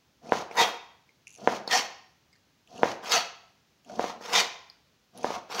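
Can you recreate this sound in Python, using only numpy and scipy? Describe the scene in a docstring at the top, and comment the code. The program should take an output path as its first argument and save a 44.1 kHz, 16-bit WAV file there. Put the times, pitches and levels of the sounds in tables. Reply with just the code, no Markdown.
"""Knife slicing raw meat

A kitchen knife cuts five slices on a plastic board, close by, in a small hard-walled kitchen.
Each time the blade squeezes through wet meat, knocks on the board, is drawn along it, then scrapes sideways.
Rubs are noise from random slips, knocks short pushes, smacks damped noise bursts, squeaks rough narrow tones.
All pass through a decaying-noise room answer, over a faint steady hush."""
import sys
import numpy as np
from scipy import signal
from scipy.fft import rfft, irfft, next_fast_len
from scipy.io import wavfile
from scipy.ndimage import uniform_filter1d, map_coordinates

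SR = 44100
rng = np.random.default_rng(int(sys.argv[2]) if len(sys.argv) > 2 else 0)


def bounce(signal):
    """Save signal as a 16-bit WAV file at the path given by the first command-line argument."""
    frames = np.transpose(np.atleast_2d(signal))
    limited = np.clip(frames, -1, 1)
    pcm = np.round(limited * 32767).astype(np.int16)
    wavfile.write(sys.argv[1], SR, pcm)


N = 246959

# Cuts, one a slice, a main knock and a weaker follow-up, barely there in the second cut:
# (landing [s], main knock peak [dB], delay of follow-up [s], its peak [dB],
# sinking time [s], rub level at full depth [dB], rub power of depth [-], drawing time [s], edge hiss [dB])
CUTS = [(0.321, -5, .032, -22.5, .108, -42.5, 0.56, .085, -42),
        (1.474, -3.5, .028, -26.5, .125, -38, 1.6, 0.088, -44),
        (2.832, -3, .024, -15.5, 0.17, -40.5, 1.3, .085, -43),
        (3.994, -12, .047, -16.5, 0.16, -40.5, 1.3, .108, -44),
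        (5.244, -11, .060, -19, 0.12, -45, 0.59, .11, -42.5)]
# Sideways sweeps, one a slice: (set-down [s], tap peak [dB], creep before its growth [dB],
# time to full speed [s], time at full speed [s], board chatter [dB], blade rasp before top-end change [dB])
SWEEPS = [(0.511, -30, -56, 0.086, 0.029, -26, -25.5), (1.676, -23.5, -49, .058, 0.043, -30.5, -25.5),
          (3.031, -36.5, -44.5, 0.099, 0.038, -32.5, -25), (4.210, -32.5, -50, 0.14, .044, -29.5, -24),
          (5.499, -33, -44, 0.12, .04, -29.5, -24.5)]
# Snags of the scraping edge: (time [s], added rasp [dB])
SNAGS = [(0.5696, -34), (0.5861, -29), (1.711, -30.5), (1.7259, -29), (3.1201, -22), (3.1621, -30),
         (4.3329, -26), (4.36, -28), (4.4003, -22.5)]
# Loudest squeaks, edge locked to one resonance: (time [s], pitch [Hz], rms before the swell [dB])
SQUEAKS = [(0.594, 1934, -27), (0.598, 949, -23), (0.601, 3706, -31), (0.636, 3260, -31.5),
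           (1.73, 1902, -26), (1.741, 4396, -29.5), (1.753, 792, -25), (3.147, 1306, -26.5),
           (3.17, 718, -28), (4.366, 3620, -24), (4.377, 817, -29), (4.389, 2358, -30.5)]
# Wet ticks of meat on steel and board, and one dull low bump at 3.896 s: (time [s], peak [dB],
# low ring [Hz], higher-ring setting [dB], length of following crackle [s])
SMACKS = [(0.2618, -47, 2195, -10.5, 0), (0.2925, -38.5, 2500, -10.5, 0),
          (0.5117, -35.5, 2230, -16.5, 0.0072), (1.0907, -49, 2270, -20, 0.0029),
          (1.27, -33, 2520, -13.5, 0.002), (1.2777, -37.5, 2650, -4.5, .08), (1.3508, -41.5, 2623, -7, 0),
          (1.3594, -40.5, 2620, -4.5, .02), (1.676, -24, 4440, -27, 0.0027), (2.3287, -49, 2060, -8, .03),
          (2.6734, -48.5, 2920, -14, 0.0096), (2.7612, -45.5, 3010, -14, 0.013),
          (2.778, -38, 2780, -12.5, 0.0025), (3.847, -51, 2735, -8.5, .07),
          (3.896, -37, 597, -14.5, 0.0079), (4.6989, -35.5, 4500, -29.5, 0), (5.1751, -37, 4450, 0, 0.011),
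          (5.2304, -35.5, 2505, -6, 0.012)]
# Resonances of blade, board and room together: (centre [Hz], width [Hz], relative level [dB])
RINGS = [(236, 20, -10.5), (382, 27, 5), (480, 10, 5.5), (695, 75, 5.5), (970, 13, -2.5), (1380, 18, 1),
         (1590, 30, -13.5), (1963, 20, -6), (2580, 79, -5.5), (3000, 80, -10.5), (3286, 64, 2),
         (3650, 120, -4.5), (4464, 210, 0), (5480, 54, 1), (5990, 44, 0.5)]
# Colour of a hard knock on the board: (frequency [Hz], gain [dB])
THUD_COLOUR = [(30, -46.5), (70, -26), (180, -6), (500, 4), (950, 3), (1250, -10.5), (1600, -5.5),
               (2100, -13.5), (2700, -21), (3500, -23.5), (4300, -36), (6500, -51.5), (8000, -63),
               (15000, -75.5)]
# Colour of the dull rub in the meat: (frequency [Hz], gain [dB])
MEAT_COLOUR = [(30, -26.5), (100, -7), (220, 7.5), (340, -3.5), (700, 1), (1100, -8.5), (1700, -18),
               (4000, -46.5)]
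# Colour of wet crackle and smack spray: (frequency [Hz], gain [dB])
WET_COLOUR = [(900, -34.5), (1800, -16), (2600, 1), (4000, 0), (6300, 2.5), (8000, -14), (9800, -16.5),
              (13500, -23), (15500, -21)]
# Colour of the board under the drawn edge: (frequency [Hz], gain [dB])
RUMBLE_COLOUR = [(30, -25), (90, -12.5), (180, -3.5), (400, -11), (750, -0.5), (1100, 1), (1500, -9.5),
                 (3000, -51)]
# Colour of the drawn edge: (frequency [Hz], gain [dB])
EDGE_COLOUR = [(600, -17.5), (1400, -2), (2200, 1.5), (3500, -2), (6500, -2.5), (7900, -19.5),
               (11500, -21.5), (13500, -25.5), (15000, -23.5)]
# Colour of the board under the sweep: (frequency [Hz], gain [dB])
CHATTER_COLOUR = [(15, -64), (40, -36), (90, -28), (190, -9.5), (300, -14), (480, -4), (620, -7),
                  (850, -0.5), (1150, -2.5), (1700, -11), (3500, -32.5)]
# Colour of the sweeping blade: (frequency [Hz], gain [dB])
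RASP_COLOUR = [(600, -45), (1300, -1), (2000, 2.5), (3500, 0.5), (6400, 0.5), (7800, -12.5), (10000, -20),
               (13500, -20.5), (15000, -25.5)]
# Colour of the background hush: (frequency [Hz], gain [dB])
AIR_COLOUR = [(15, -50.5), (25, -22.5), (71, 0.5), (200, -0.5), (330, -5.5), (430, -7.5), (700, -10),
              (1700, -12.5), (4000, -13), (6300, -15.5), (8200, -27.5), (13500, -28.5), (15200, -23)]
# Decay of the kitchen: (frequency [Hz], t60 [s])
KITCHEN_T60 = [(150, .55), (1000, .6), (3000, .58), (6500, .52), (9000, .32), (15000, .25)]
# Colour of the room's answer: (frequency [Hz], gain [dB])
ECHO_COLOUR = [(60, -4.5), (250, -3), (800, -1.5), (2500, 1), (6500, -2.5), (9000, -5), (15000, -9.5)]

TOP_HZ = 15800
WET_DB, WET_POWER = -53, 1  # wet hiss at full depth; its power of depth
GRIP_S = 0.014  # the meat takes a moment to close round the blade
RUB_FALL_DB_PER_S, WET_FALL_DB_PER_S = 95.5, 101.5  # the meat relaxes after the landing
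DRAW_RISE_S, DRAW_FALL_DB_PER_S = 0.017, 377
CREEP_RISE_S, CREEP_GROWTH_DB_PER_S = 0.017, 80  # a creeping edge slowly gathers speed
CREEP_CHATTER_DB = 2  # creep in the board relative to the blade
RASP_RISE_S, RASP_FALL_DB_PER_S = 0.022, 272
CHATTER_RISE_S, CHATTER_FALL_DB_PER_S = 0.032, 183.5
FULL_RASP_DB, TOP_GROWTH, TOP_EDGE_HZ = -23.5, 0.16, 7500  # a slower scrape is duller above this edge
FAINT_SQUEAK_DB = -6  # relative to the rasp of its sweep
CRACKLE_GAP_S, CRACKLE_DB = 0.011, -6.5  # smaller ticks after a smack
HIGH_RING_RATIO, TOP_RING_RATIO = 2.4, 3.7  # over the low ring
RING_WIDTH = 0.18  # share of the pitch


def amp(db):
    """Decibels to gain."""
    return 10 ** (np.asarray(db) / 20)


def unit(x):
    """x at rms 1."""
    return x / np.sqrt(np.mean(x ** 2) + 1e-20)


def along(points, hz):
    """(Hz, value) points read on a log-frequency axis."""
    f, v = np.transpose(points)
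    return np.interp(np.log(hz + 1), np.log(f + 1), v)


def filtered(x, response):
    """x times a response of frequency."""
    m = next_fast_len(len(x) + 8192)
    spectrum = rfft(x, m) * response(np.fft.rfftfreq(m, 1 / SR))
    return irfft(spectrum, m)[:len(x)]


def resonance(f, hz, width_hz):
    """Response of one damped mode, 1 at its centre."""
    damping = 1j * f * width_hz
    return damping / (hz * hz - f * f + damping)


def ringing(f, ring_db):
    """Gain of the resonances of blade, board and room, standing on a flat base."""
    power = sum(np.abs(amp(db + ring_db) * resonance(f, hz, width_hz)) ** 2 for hz, width_hz, db in RINGS)
    return np.sqrt(1 + power)


def add(track, s, sound):
    """Mix a sound into a track at time s."""
    part = track[max(round(s * SR), 0):][:len(sound)]
    part += sound[:len(part)]


def stroke(s, rise_s, hold_s, fall_db_per_s):
    """Gain of one hand movement: swells to 1 at time s, holds, dies away."""
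    t = np.arange(N) / SR - s
    swell = np.exp(-(np.minimum(t, 0) / rise_s) ** 2)
    return swell * amp(-fall_db_per_s * np.maximum(t - hold_s, 0))


def friction(colour, slips_per_s, scatter_db, judder_db, judder_hz, ring_db):
    """Tiny slips of random size, bunched by hand judder, coloured and ringing; rms 1."""
    slipping = rng.random(N) < slips_per_s / SR
    scatter = amp(scatter_db * np.clip(rng.standard_normal(N), -2, 2))
    slips = slipping * rng.standard_normal(N) * scatter
    judder = map_coordinates(rng.standard_normal(N // 20), [np.arange(N) * judder_hz / SR], mode="mirror")
    bunched = slips * amp(judder_db * judder)
    return unit(filtered(bunched, lambda f: amp(along(colour, f)) * ringing(f, ring_db)))


def patchy(x, depth_db):
    """The contact point wanders, so narrow bands come and go within a few hundredths of a second."""
    z = signal.stft(x, nperseg=512)[2]
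    field = uniform_filter1d(rng.standard_normal(z.shape), size=3, axis=0)
    field = uniform_filter1d(field, size=6, axis=1)
    gain = amp(depth_db * np.clip(unit(field), -2, 2))
    return signal.istft(z * gain, nperseg=512)[1][:N]


def air():
    """Faint steady hush of room and microphone: coloured noise."""
    return amp(-67.5) * unit(filtered(rng.standard_normal(N), lambda f: amp(along(AIR_COLOUR, f))))


def kitchen(x, gap_s=0.003, tail_db=-11, near_db=-9, near_t60_s=0.073):
    """Counter and near walls answer briefly while board and room ring on, treble dying first."""
    hz, t, z = signal.stft(rng.standard_normal((2, SR)), SR, nperseg=256)
    tail_fall_db = -60 * t / along(KITCHEN_T60, hz)[:, None]
    near_fall_db = np.tile(-60 * t / near_t60_s, (len(hz), 1))
    tail, near = signal.istft(z * amp([tail_fall_db, near_fall_db]), SR, nperseg=256)[1]
    # levels set the energy before the echo colour
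    answer = amp(tail_db) * tail / np.linalg.norm(tail) + amp(near_db) * near / np.linalg.norm(near)
    wet = signal.fftconvolve(x, np.pad(answer, (round(gap_s * SR), 0)))[:N]
    return filtered(wet, lambda f: amp(along(ECHO_COLOUR, f)) * ringing(f, ring_db=-9.5))


def ticks(scatter_db=3.0, spread=0.14):
    """(s, peak dB, low ring Hz, higher-ring dB) of each smack or bump and of its uneven crackle."""
    for s, db, hz, high_db, crackle_s in SMACKS:
        yield s, db, hz, high_db
        count = round(crackle_s / CRACKLE_GAP_S)
        for k, (early, size, gap) in enumerate(rng.uniform(-1, 1, (count, 3))):
            tick_s = s + (k + 1 + early / 2) * CRACKLE_GAP_S
            yield tick_s, db + CRACKLE_DB + scatter_db * size, hz * (1 + spread * gap), high_db


def smacks(t60_s=0.011, attack_s=0.00066, spray_db=-1, top_db=-9):
    """Juice film tears: a tiny burst rings three modes of its gap, in a broad spray; one is a dull bump."""
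    out, t = np.zeros(N), np.arange(SR // 15) / SR
    for s, db, low_hz, high_db in ticks():
        burst = rng.standard_normal(len(t)) * amp(-60 * t / t60_s) * (1 - np.exp(-t / attack_s))
        low, high, top = [unit(filtered(burst, lambda f: resonance(f, hz, RING_WIDTH * hz) ** 2))
                          for hz in low_hz * np.array([1, HIGH_RING_RATIO, TOP_RING_RATIO])]
        spray = unit(filtered(burst, lambda f: amp(along(WET_COLOUR, f))))
        share = min(amp(high_db + 4.0), 1)
        tick = np.sqrt(1 - share ** 2) * low  # the low mode takes what the high one leaves
        tick = tick + share * (high + amp(top_db) * top)
        tick = tick + amp(high_db + spray_db) * spray
        add(out, s, amp(db) * tick / np.abs(tick).max())
    return out


def faint_squeaks(count=3, size=5):
    """(s, pitch Hz, dB): at full speed each sweep catches a few of the highest resonances by chance."""
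    found = []
    for s, _, _, creep_s, hold_s, _, rasp_db in SWEEPS:
        for when, which in rng.random((count, 2)):
            hz = RINGS[-1 - int(which * size)][0]
            found.append((s + creep_s + when * hold_s, hz, rasp_db + FAINT_SQUEAK_DB))
    return found


def squeaks(swell_s=0.014, width_hz=75):
    """Slips fall in step with one mode: a rough, narrow tone swells and fades."""
    out, t = np.zeros(N), np.arange(-SR // 12, SR // 12) / SR
    for s, hz, db in SQUEAKS + faint_squeaks():
        # wandering phase widens the line
        drift = np.cumsum(rng.standard_normal(len(t))) * np.sqrt(2 * np.pi * width_hz / SR)
        tone = np.sin(2 * np.pi * hz * t + drift)
        tone = unit(filtered(tone, lambda f: resonance(f, hz, hz / 2)))
        add(out, s + t[0], amp(db) * tone * np.exp(-(t / swell_s) ** 2 / 2))
    return out


def sweep(snag_t60_s=0.015):
    """Pushed sideways the edge catches and skips, so the blade rasps and the board chatters."""
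    t, chatter, rasp = np.arange(N) / SR, 0, 0
    for s, _, creep_db, creep_s, hold_s, chatter_db, rasp_db in SWEEPS:
        creep = stroke(s + CREEP_RISE_S, CREEP_RISE_S, creep_s, RASP_FALL_DB_PER_S)
        creep = creep * amp(creep_db + CREEP_GROWTH_DB_PER_S * np.clip(t - s, 0, creep_s))
        full_s = s + creep_s
        board_shove = amp(chatter_db) * stroke(full_s, CHATTER_RISE_S, hold_s, CHATTER_FALL_DB_PER_S)
        blade_shove = amp(rasp_db) * stroke(full_s, RASP_RISE_S, hold_s, RASP_FALL_DB_PER_S)
        chatter = chatter + np.hypot(amp(CREEP_CHATTER_DB) * creep, board_shove)
        rasp = rasp + np.hypot(creep, blade_shove)
    for s, db in SNAGS:  # a snag lets go: the rasp jumps, then decays
        add(rasp, s, amp(db - 60 * t[:SR // 15] / snag_t60_s))
    board = friction(CHATTER_COLOUR, slips_per_s=6000, scatter_db=2.5, judder_db=-2.07, judder_hz=130,
                     ring_db=-0.5)
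    blade = friction(RASP_COLOUR, slips_per_s=6500, scatter_db=-2.0, judder_db=1.37, judder_hz=170,
                     ring_db=0.0)
    blade = unit(patchy(blade, depth_db=3.5))
    top = filtered(blade, lambda f: 1 / (1 + (TOP_EDGE_HZ / (f + 1)) ** 8))
    blade = blade - top + top * (rasp / amp(FULL_RASP_DB)) ** TOP_GROWTH
    return chatter * board + rasp * blade


def draw(rumble_db=5, full_db=-43, growth=0.69):
    """After landing, the edge slides lengthwise in its groove and the board rumbles under it."""
    hiss = 0
    for s, *_, draw_s, db in CUTS:
        hold_s = draw_s - DRAW_RISE_S
        hiss = hiss + amp(db) * stroke(s + DRAW_RISE_S, DRAW_RISE_S, hold_s, DRAW_FALL_DB_PER_S)
    rumble = amp(full_db + rumble_db) * (hiss / amp(full_db)) ** growth  # grows less with speed than the hiss
    board = friction(RUMBLE_COLOUR, slips_per_s=3500, scatter_db=-3.9, judder_db=2.5, judder_hz=93, ring_db=2)
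    edge = friction(EDGE_COLOUR, slips_per_s=8200, scatter_db=3.5, judder_db=1.7, judder_hz=160, ring_db=-5.5)
    return rumble * board + hiss * edge


def press():
    """Meat muffles the blade: a dull rub and fine wet crackle grow with the depth of the cut."""
    t, rub, hiss = np.arange(N) / SR, 0, 0
    for s, _, _, _, sink_s, rub_db, power, *_ in CUTS:
        depth = np.clip(1 + (t - s) / sink_s, 0, 1)
        after_s = np.maximum(t - s, 0)
        grip = 1 - np.exp(-depth * sink_s / GRIP_S)
        rub = rub + grip * depth ** power * amp(rub_db - RUB_FALL_DB_PER_S * after_s)
        hiss = hiss + grip * depth ** WET_POWER * amp(WET_DB - WET_FALL_DB_PER_S * after_s)
    dull = friction(MEAT_COLOUR, slips_per_s=2800, scatter_db=-3.0, judder_db=0.5, judder_hz=170, ring_db=1.5)
    wet = friction(WET_COLOUR, slips_per_s=21000, scatter_db=-3.0, judder_db=2.0, judder_hz=140, ring_db=3.5)
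    return rub * dull + hiss * wet


def blows():
    """(s, peak dB): a main knock and a weaker follow-up a cut, barely there in the second; a tap a sweep."""
    mains = [(s, db) for s, db, *_ in CUTS]
    follow_ups = [(s + after_s, db) for s, _, after_s, db, *_ in CUTS]
    taps = [(s, db) for s, db, *_ in SWEEPS]
    return mains + follow_ups + taps


def knocks(lag_hz=380, travel_s=0.00064, softening=0.61, hard_db=-5):
    """The edge hits the board, which the meat damps to a single short push."""
    size, out = 4096, np.zeros(N)
    f = np.fft.rfftfreq(size, 1 / SR)
    octaves = np.clip(np.log2((f + 1) / 900), 0, 1.5)
    fold = np.r_[1, np.full(size // 2 - 1, 2), np.zeros(size // 2)]
    for s, db in blows():
        # a lighter blow is duller
        colour_db = along(THUD_COLOUR, f) + softening * max(db - hard_db, -12) * octaves
        cepstrum = irfft(np.log(amp(colour_db)))
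        causal = np.exp(rfft(cepstrum * fold))  # minimum phase
        lag = (lag_hz - 1j * f) / (lag_hz + 1j * f)  # low bending waves cross the board more slowly
        push = irfft(causal * lag)
        add(out, s + travel_s, amp(db) * push / np.abs(push).max())
    return out


def scene():
    """All the knife's sounds in the kitchen, over the hush."""
    knife = smacks() + squeaks() + sweep() + draw() + press() + knocks()
    return (air() + kitchen(knife) + knife)[None]


def record(dry):
    """Band limit: nothing at or above TOP_HZ passes."""
    return filtered(dry[0], lambda f: f < TOP_HZ)[None]


dry = scene()
out = record(dry)
bounce(out)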